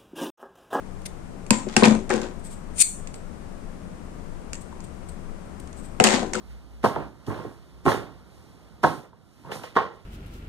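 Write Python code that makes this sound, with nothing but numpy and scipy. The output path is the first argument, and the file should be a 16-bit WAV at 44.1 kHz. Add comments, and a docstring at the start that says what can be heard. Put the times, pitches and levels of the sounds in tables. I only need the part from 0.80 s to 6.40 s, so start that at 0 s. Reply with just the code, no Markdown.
"""Over a steady low rumble, scissors shear a ribbon (noise through a sharp resonance) and are laid on a
craft table with a few bounces (noise cracks, decaying modes, scraping contacts). Fingers rustle as fine
grains; a lighter's spark wheel swells as its teeth bite faster, then stops. The lighter is handled with
clicks and rubs and put back with further knocks. A small hard room reflects all of it into two microphone
ports, the right one poor in bass, and a peak limiter."""
import sys
import numpy as np
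from scipy import signal
from scipy.fft import rfft, irfft
from scipy.io import wavfile

SR = 44100
rng = np.random.default_rng(int(sys.argv[2]) if len(sys.argv) > 2 else 0)


def digitize_waveform(pressure):
    """Quantize a signal to 16-bit integers and store it at the path in sys.argv[1].

    Rows of a 2-D input are taken as channels; values are limited to [-1, 1].
    """
    field = np.atleast_2d(pressure).T
    bounded = np.clip(field, -1, 1)
    quanta = np.round(bounded * 32767).astype(np.int16)
    wavfile.write(sys.argv[1], SR, quanta)


N = 246959  # length in samples


def amp(db):
    """Decibel law: the amplitude gain of a level in dB."""
    return 10 ** (np.asarray(db) / 20)


def rms_one(x):
    """Power normalisation: scaled to rms 1."""
    return x / np.sqrt(np.mean(x ** 2) + 1e-20)


def at_hz(points, hz):
    """Interpolation along a logarithmic frequency axis."""
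    table = np.array(points)
    return np.interp(np.log(hz), np.log(table[:, 0]), table[:, 1])


def convolve(x, response):
    """Linear superposition: causal convolution, cut to length."""
    return signal.fftconvolve(np.atleast_2d(x), np.atleast_2d(response), axes=1)[:, :N]


def colour(x, spectrum):
    """Minimum-phase filtering: the dB shape fixes the phase through the folded cepstrum."""
    size = 8192
    hz = np.maximum(np.fft.rfftfreq(size, 1 / SR), 1)
    cepstrum = irfft(np.log(amp(at_hz(spectrum, hz))))
    cepstrum[1:size // 2] *= 2
    cepstrum[size // 2 + 1:] = 0
    return convolve(x, irfft(np.exp(rfft(cepstrum))))


def sides(db):
    """Level-difference stereo: left and right gains for a left-right difference in dB."""
    return amp(np.multiply.outer([.5, -.5], np.atleast_1d(db)))


def grains(per_s, spread_db):
    """Random contact noise: sparse impulses of uneven size, separate for each port; rms 1."""
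    size_db = spread_db * np.minimum(rng.exponential(1, (2, N)), 5)
    sizes = amp(size_db) * rng.choice([-1, 1], (2, N))
    return rms_one(sizes * (rng.random((2, N)) < per_s / SR))


# Background spectrum. Each row: frequency in Hz, relative level in dB.
RUMBLE_SPECTRUM = [(12, -22.5), (20, 11), (38, -15.5), (63, -4.5), (122, -15), (144, -12.5), (179, -5.5),
                   (310, -16), (615, -20.5), (832, -24), (1090, -25), (3860, -42.5), (9030, -41.5),
                   (12500, -48), (14000, -59)]
RUMBLE_DB = -36
# Coherence of the background. Each row: frequency in Hz, left-right likeness as a share of power.
RUMBLE_LIKENESS = [(30, 0.24), (130, 0.75), (290, 0.15), (640, 0.042), (15000, 0.0074)]


def rumble():
    """Partial coherence: shared and separate noise mix to a background most alike in the bass."""
    shared, own = rng.standard_normal(N), rng.standard_normal((2, N))
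    likeness = [(hz, np.clip(part, 1e-3, .99)) for hz, part in RUMBLE_LIKENESS]
    shared_db = [(hz, 10 * np.log10(part)) for hz, part in likeness]
    own_db = [(hz, 10 * np.log10(1 - part)) for hz, part in likeness]
    mixed = colour(shared, shared_db) + colour(own, own_db)
    return amp(RUMBLE_DB) * rms_one(colour(mixed, RUMBLE_SPECTRUM))


# Blades shearing the ribbon. Each row: start in seconds, level in dB, length before the fade in seconds.
SNIPS = [(0.214, -55, 0.0071), (0.253, -36.5, 0.013)]
# the blades' edge sings at this resonance
SNIP_HZ, SNIP_SHARPNESS, SNIP_BROAD_SHARE = 9100, 25, 1.5
# Skin on ribbon and plastic. Each row: start in seconds, level in dB, length before the fade in seconds.
FINGER_RUBS = [(1.59, -55, 0.01), (1.633, -46, 0.039), (1.696, -46.5, 0.042), (2.331, -51, 0.03),
               (3.805, -47.5, 0.017), (4.037, -46.5, 0.012), (4.284, -44.5, 0.012), (4.797, -43, 0.0058),
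               (4.957, -51.5, 0.044), (5.029, -52, 0.031)]
RUB_HZ = 8100  # brightest resonance


def rubs(rows, peak_hz, sharpness, broad_share):
    """Friction noise: dense fine contacts excite one resonance, with a quick start and a fade."""
    fine = grains(per_s=7100, spread_db=2.5)
    bright = signal.lfilter(*signal.iirpeak(peak_hz, sharpness, fs=SR), fine)
    broad = signal.lfilter(*signal.butter(2, [1800, 10500], "band", fs=SR), fine)
    strokes = 0
    for s, db, length in rows:
        u = (np.arange(N) / SR - s) / length  # time in stroke lengths
        rise, fade = np.clip(u / 0.43, 0, 1), np.exp(-4.0 * np.maximum(u - 1, 0))
        strokes = strokes + amp(db) * rise * fade
    return strokes * (rms_one(bright) + broad_share * rms_one(broad)) * sides(2.57)


# Spectrum of a crack. Each row: frequency in Hz, relative level in dB.
CRACK_SPECTRUM = [(880, -22.5), (1500, -7), (2740, -3), (3840, -12), (4690, -6), (5880, -4.5), (7610, 1),
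                  (11000, -18), (16000, -54.5)]


def cracks(s, db, pan_db, t60):
    """Impact noise: each contact starts a coloured burst that decays exponentially within milliseconds."""
    starts = np.zeros((2, N))
    starts[:, np.round(s * SR).astype(int)] = amp(db) * sides(pan_db)
    envelope = signal.lfilter([1], [1, -amp(-60 / (t60 * SR))], starts + 1e-18)
    return rms_one(colour(rng.standard_normal((2, N)), CRACK_SPECTRUM)) * envelope


SETTLE_S = .016  # delay after a blow until the part settles on the table and damps its ring


def struck(modes, s, db, pan_db, scatter_db, flips, damping, detune=0, rise=1e-4, settle_db=0):
    """Modal superposition: each blow rings all modes, scattered in strength and pitch; damping shortens t60."""
    hz, mode_db, t60 = np.transpose(modes)[:, :, None]
    t = np.arange(round(.3 * SR)) / SR
    out = np.zeros((2, N + SR))
    settling = amp(settle_db * np.clip((t - SETTLE_S) / 0.0012, 0, 1))
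    shape = np.minimum(t / rise, 1) * settling
    signs = (-1) ** np.arange(len(modes))[:, None]
    flip_draws = rng.random((len(s), len(modes), 1))
    strengths, shifts = rng.standard_normal((2, len(s), len(modes), 1))
    starts = np.round(s * SR).astype(int)
    for start, level_db, flip, strength, shift in zip(starts, db, flip_draws, strengths, shifts):
        decay_db = 60 * damping * t / t60
        rings = signs * amp(level_db + mode_db + scatter_db * strength - decay_db)
        rings = rings * np.sin(2 * np.pi * hz * (1 + detune * shift) * t) * shape
        right = rings * np.where(flip < flips, -1, 1)  # small parts reach the ports in changing sign
        out[:, start:start + len(t)] += [rings.sum(axis=0), right.sum(axis=0)]
    return out[:, :N] * sides(pan_db) / np.sqrt(len(modes))


# Scissors and lighter meeting the table. Each row: start in seconds, relative levels of crack, knock and
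# table thump in dB, clack frequency in Hz, relative clack level in dB.
BLOWS = [(0.5475, -82, -63, -39, 1000, -60), (0.7065, 0, -10.5, -4, 978, -6),
         (0.8656, -53, -38, -21, 590, -58), (0.965, -7, -9.5, -11.5, 2660, -5),
         (0.9667, -11, -21, -32, 5100, -8), (1.024, -41.5, -10.5, -3.5, 479, -5),
         (1.0312, -31, -17, -23, 1660, -7), (1.0344, -13, -6, -10, 3830, 1),
         (1.0404, -25, -6, -18, 2530, 5), (1.0459, -25, -15, -31, 3950, -5),
         (1.054, -8.5, -13, -8.5, 4900, -5), (1.06, -28, -10.5, -15, 2530, -1),
         (1.0728, -23, -10.5, -4.5, 2480, -20), (1.1096, -25, -17.5, -8.5, 2500, -31),
         (1.151, -31, -22, -19, 500, -27), (1.2937, -26.5, -38, -27, 7900, -28),
         (1.3029, -26, -19.5, -33, 1270, -16.5), (1.3052, -36, -32, -32, 2450, -17.5),
         (1.308, -42, -21.5, -24, 1780, -12), (1.338, -24, -32, -19, 2560, -21),
         (1.361, -26, -38, -28, 2800, -36), (1.417, -29, -53, -49, 7500, -41),
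         (1.435, -40, -51, -41.5, 2640, -35), (3.732, -42.5, -47.5, -41, 2610, -28),
         (3.926, -55, -45, -46, 992, -34.5), (5.2, -14.5, -3, -8.5, 2740, -1),
         (5.2014, -40, -16.5, -42, 469, -4), (5.24, 1.5, -15, -18, 7340, -25),
         (5.244, -28, -28, -32, 1950, -10), (5.267, -20, -15, -35, 5170, -12),
         (5.271, -7.5, -19, -33, 2670, -2), (5.3339, -27, -28, -18, 490, -44),
         (5.357, -36, -41, -30, 595, -29), (5.381, -38, -32, -27, 760, -29),
         (5.4182, -50, -26, -20.5, 530, -39), (5.428, -50, -43, -41, 730, -19),
         (5.436, -55, -45, -43, 390, -20), (5.514, -60, -53, -34, 395, -29),
         (5.5342, -20, -27, -55, 2050, -19.5), (5.536, -27, -40, -48, 5600, -21),
         (5.553, -23, -42, -61, 1400, -14)]
# Blade modes. Each row: frequency in Hz, relative level in dB, t60 in seconds before damping.
STEEL_MODES = [(2446, 14, 0.074), (2627, 12, 0.086), (3680, -16, 0.0077), (4100, -5, 0.025),
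               (5000, 21, 0.029), (5900, 15, 0.033), (7200, 14, 0.028), (8530, 16.5, 0.043),
               (9700, 3, 0.033)]
# Modes of handles and shell. Each row: frequency in Hz, relative level in dB, t60 in seconds before damping.
SHELL_MODES = [(723.5, 1.5, 0.042), (771.6, 3.5, 0.054), (911, -3, 0.035), (1020, -0.5, 0.041),
               (1280, -10.5, 0.04), (1529, -2.5, 0.033), (1836, -8, 0.057), (2096, -4, 0.015)]
# Table-top modes. Each row: frequency in Hz, relative level in dB, t60 in seconds before damping.
TABLE_MODES = [(122, -5.5, 0.12), (162.3, -7, 0.194), (185.5, -3.5, 0.28), (216.8, 4, 0.27),
               (286, -4.5, 0.086), (378.4, -5, 0.24), (486, -5, 0.12), (606, -8, 0.07)]
SCISSORS_DOWN_S = 1.2  # later blows are the plastic lighter: no steel
BLOW_PAN_DB = -2  # left-right dB
SETTLE_DB = -10  # level drop when the part settles
STEEL_DAMPING, STEEL_SCATTER_DB = 5.5, 1.5
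TABLE_RISE_S = 0.0034  # the board takes time to get going
BOARD_EDGE_HZ = 100  # a board this size radiates little below
CLACK_CYCLES = 19.5  # cycles to die by 60 dB, before damping


def blows():
    """Impact excitation: noise crack, ringing steel and plastic, table thump and a clack from the part that touches."""
    s, crack_db, knock_db, thump_db, clack_hz, clack_db = np.transpose(BLOWS)
    scissors = s < SCISSORS_DOWN_S
    steel = amp(-4) * struck(STEEL_MODES, s[scissors], crack_db[scissors], BLOW_PAN_DB,
                             scatter_db=STEEL_SCATTER_DB, flips=0.54, damping=STEEL_DAMPING,
                             detune=0.033, rise=0.00096)
    shell = amp(5.5) * struck(SHELL_MODES, s, knock_db, BLOW_PAN_DB, scatter_db=4.5, flips=0.32,
                              damping=1.46, detune=0.031, rise=0.00015)
    table = amp(6) * struck(TABLE_MODES, s + 0.001, thump_db, 0, scatter_db=3.0, flips=0,
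                            damping=1.54, detune=0.013, rise=TABLE_RISE_S, settle_db=SETTLE_DB)
    table = signal.sosfilt(signal.butter(2, BOARD_EDGE_HZ, "high", fs=SR, output="sos"), table)
    clack = 0
    for k, hz in enumerate(clack_hz):
        pair = [(hz * (1 + side), 0, CLACK_CYCLES / hz) for side in (-.06, .06)]
        clack = clack + struck(pair, s[k:k + 1], clack_db[k:k + 1], BLOW_PAN_DB, scatter_db=0.88,
                               flips=0.19, damping=0.6, rise=0.00065, settle_db=SETTLE_DB)
    return cracks(s, crack_db, BLOW_PAN_DB, t60=0.019), steel + shell + clack, table


# Small dry clicks of the lighter's lever and shell. Each row: start in seconds, level in dB, pitch in Hz.
TICKS = [(0.665, -36, 9160), (1.983, -27, 8500), (2.2729, -30.5, 4520), (2.3418, -33.5, 4800),
         (3.7321, -22, 6900), (3.744, -33, 6800), (3.753, -31, 6400), (4.0042, -37.5, 7250),
         (4.874, -39.5, 2820), (4.929, -39, 8950)]
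TICK_PAN_DB, TICK_SCATTER_DB = -3, 2.5  # left-right dB, dB
TICK_RING_S = .007  # t60 before damping


def ticks():
    """Damped resonance: a short crack with one quickly dying ring."""
    s, db, hz = np.transpose(TICKS)
    out = cracks(s, db, TICK_PAN_DB, t60=0.019)
    for k in range(len(s)):
        out += struck([(hz[k], -7, TICK_RING_S)], s[k:k + 1], db[k:k + 1], TICK_PAN_DB,
                      TICK_SCATTER_DB, flips=0.3, damping=0.573)
    return out


def ring(clicks, hz, t60):
    """Two-pole resonator: a unit click sets a sine of about height 1 ringing."""
    r, w = amp(-60 / (t60 * SR)), 2 * np.pi * hz / SR
    return signal.lfilter([0, np.sin(w)], [1, -2 * r * np.cos(w), r * r], clicks + 1e-18)


# Objects rocking and dragging on the table top. Each row: start in seconds, scrape level in dB, body rumble
# level in dB, time from start to fade in seconds, fade in dB per second.
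DRAGS = [(0.706, -23, -28, 0.012, 230), (0.965, -21, -27, 0.012, 250), (5.2, -22, -28, 0.008, 450),
         (1.036, -21, -27, 0.03, 200), (1.028, -21, -24, 0.02, 600), (0.879, -41, -53, 0.063, 300),
         (1.295, -30, -24, 0.03, 150), (1.41, -42, -40, 0.035, 400), (5.236, -10, -21, 0.016, 190),
         (5.3, -27, -28.5, 0.05, 200), (5.424, -55, -33.5, 0.013, 304), (5.539, -28.5, -32, 0.018, 200)]
# Scrape spectrum. Each row: frequency in Hz, relative level in dB.
SCRAPE_SPECTRUM = [(88, -50), (150, -23), (216, 12), (301, -31), (753, -0.5), (991, -8), (1850, -6.5),
                   (7180, -13.5), (12000, -31.5), (15600, -69), (22000, -120)]
DRAG_RISE_S = .008


def drags():
    """Sliding friction: uneven contacts scrape the table top and shake shell and table; rise, hold, steady fade."""
    scrape = rumbling = 0
    for s, scrape_db, body_db, hold, fade_db in DRAGS:
        t = np.arange(N) / SR - s
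        pressure = np.clip(t / DRAG_RISE_S, 0, 1) * amp(-fade_db * np.maximum(t - hold, 0))
        scrape = scrape + amp(scrape_db) * pressure
        rumbling = rumbling + amp(body_db) * pressure
    bumps = grains(per_s=970, spread_db=-0.5)[0]
    body = 0
    for k, (hz, db, t60) in enumerate(TABLE_MODES[4:] + SHELL_MODES[:6]):
        body = body + amp(db) * ring(bumps, hz, t60 / 3.1) * (-1) ** k
    scraping = rms_one(colour(grains(per_s=2500, spread_db=5.0), SCRAPE_SPECTRUM))
    return scraping * scrape + rms_one(body) * rumbling


# Spark wheel resonances. Each row: frequency in Hz, width in Hz, relative level in dB.
WHEEL_MODES = [(2480, 460, -13.5), (3600, 600, -16), (4430, 600, -14), (5400, 510, -11.5), (6160, 810, -9),
               (7100, 740, -5), (8480, 800, 2.5), (9050, 850, 2), (13900, 1100, -20.5)]
# the wheel catches the flint, swells as it speeds up, slips off at its loudest
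WHEEL_START_S, WHEEL_SLIP_S, WHEEL_DB = 1.8, 2.026, -7.5
WHEEL_SWELL_DB_PER_S, WHEEL_STOP_DB_PER_S = 720, 4000
TEETH_PER_S_START, TEETH_PER_S_SLIP, TOOTH_JITTER_S, TOOTH_SCATTER_DB = 190, 480, .0004, 1.5
BITE_S, GRIT_BETWEEN_BITES, GRIT_SPREAD_DB = .0024, .35, 2.5


def spark_wheel():
    """Modulated friction: teeth bite ever faster as the wheel spins up and spray grit into its resonances."""
    t = np.arange(N) / SR - WHEEL_SLIP_S
    spin = np.clip(1 + t / (WHEEL_SLIP_S - WHEEL_START_S), 0, 1)
    teeth_per_s = TEETH_PER_S_START + (TEETH_PER_S_SLIP - TEETH_PER_S_START) * spin ** 2
    teeth_passed = np.cumsum(teeth_per_s * (spin > 0) * (t < 0)) / SR
    at = np.flatnonzero(np.diff(np.floor(teeth_passed)) > 0)
    jitter = (TOOTH_JITTER_S * SR * rng.standard_normal(len(at))).astype(int)
    teeth = np.zeros(N)
    teeth[at + jitter] = amp(TOOTH_SCATTER_DB * rng.standard_normal(len(at)))
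    half = round(BITE_S * SR / 2)
    bites = np.convolve(teeth, np.hanning(2 * half), "same")
    grit = grains(per_s=10000, spread_db=GRIT_SPREAD_DB) * (GRIT_BETWEEN_BITES + bites)
    modes = 0
    for k, (hz, width, db) in enumerate(WHEEL_MODES):
        modes = modes + amp(db) * signal.lfilter(*signal.iirpeak(hz, hz / width, fs=SR), grit) * (-1) ** k
    spin_db = WHEEL_DB + np.minimum(WHEEL_SWELL_DB_PER_S * t, -WHEEL_STOP_DB_PER_S * t)
    return rms_one(modes) * amp(spin_db) * (spin > 0) * sides(8.7)


# Reverberation. Each row: frequency in Hz, t60 in seconds.
ROOM_T60 = [(100, 0.8), (300, 0.31), (1000, 0.29), (3000, 0.24), (8000, 0.3)]
# Colour of the reflections. Each row: frequency in Hz, gain in dB.
ROOM_COLOUR = [(100, -5), (400, 4.5), (1500, 0.5), (4000, -0.5), (8500, -3), (10500, -8.5), (15000, 3)]


def room(x):
    """Diffuse reverberation: noise decays octave by octave, increasingly different at each port in the treble."""
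    t = np.arange(round(.6 * SR)) / SR
    shared, own = rng.standard_normal(len(t)), rng.standard_normal((2, len(t)))
    tail, edges = 0, 44 * 2. ** np.arange(9.5)
    for low, high in zip(edges, np.minimum(edges[1:], .45 * SR)):
        hz = np.sqrt(low * high)
        alike = 1 / (1 + (hz / 500) ** 2)
        mixed = np.sqrt(alike) * shared + np.sqrt(1 - alike) * own
        band = signal.sosfilt(signal.butter(2, [low, high], "band", fs=SR, output="sos"), mixed)
        tail = tail + band * amp(-60 * t / at_hz(ROOM_T60, hz))
    tail = tail * np.minimum(t / 0.0029, 1)  # reflections build up
    unit_tail = tail / np.sqrt(np.sum(tail ** 2) / 2)
    return colour(convolve(x[0], unit_tail), ROOM_COLOUR)


ROOM_DB = -3
SNIP_ROOM_DB = -6  # cut close under the microphone, so its reflections are weaker
TABLE_ROOM_DB = -8.5  # level at which the table thump feeds the room
RING_ROOM_DB = -2  # level at which the ringing parts feed the room
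WHEEL_ROOM_DB = -2  # cupped in the hand


def scene():
    """Superposition: direct sound of hands and tools, their reflections and the background."""
    snip = rubs(SNIPS, SNIP_HZ, SNIP_SHARPNESS, SNIP_BROAD_SHARE)
    fingers = rubs(FINGER_RUBS, RUB_HZ, sharpness=12.0, broad_share=0.47)
    crack, rings, thumps = blows()
    near = crack + ticks() + fingers + drags()
    wheel = spark_wheel()
    sent = near + amp(TABLE_ROOM_DB) * thumps + amp(RING_ROOM_DB) * rings
    sent = sent + amp(SNIP_ROOM_DB) * snip + amp(WHEEL_ROOM_DB) * wheel
    reflected = room(sent)
    return near + rings + thumps + wheel + snip + amp(ROOM_DB) * reflected + rumble()


# Difference of the microphone ports. Each row: frequency in Hz, left-right difference in dB.
PORTS = [(60, 10), (110, 11), (200, 9.5), (380, 11), (700, 9.5), (1290, 8.5), (2380, 6), (4400, 0),
         (8120, 4.5), (15000, 3)]
# Treble response of the microphone. 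Each row: frequency in Hz, gain in dB.
TOP_ROLL_OFF = [(9600, -1.5), (10500, -10), (12500, -4.5), (16000, -17)]
LIMIT_DB, RELEASE_DB_PER_S = 3, 42.5
CUTOFF_HZ = 16200


def record(dry):
    """Peak limiting: unequal, dull ports; gain ducks on peaks and recovers steadily; rounded peaks, top cut."""
    left, right = [colour(dry[k], [(hz, side * db) for hz, db in PORTS]) for k, side in enumerate((.4, -.6))]
    ports = colour(np.vstack([left, right]), TOP_ROLL_OFF)
    peak_db = 20 * np.log10(np.abs(ports).max(axis=0) + 1e-9)
    over = np.maximum(peak_db - LIMIT_DB, 0)
    ramp = RELEASE_DB_PER_S * np.arange(N) / SR
    held = np.maximum.accumulate(over + ramp) - ramp
    pole = np.exp(-1 / (0.00028 * SR))  # attack time constant in seconds
    duck_db = signal.lfilter([1 - pole], [1, -pole], held)
    limited = 1.067 * np.tanh(ports * amp(-duck_db) / 1.138)
    top_cut = signal.cheby2(12, 60, CUTOFF_HZ, fs=SR, output="sos")
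    return np.clip(signal.sosfilt(top_cut, limited), -1, 1)


dry = scene()
out = record(dry)
digitize_waveform(out)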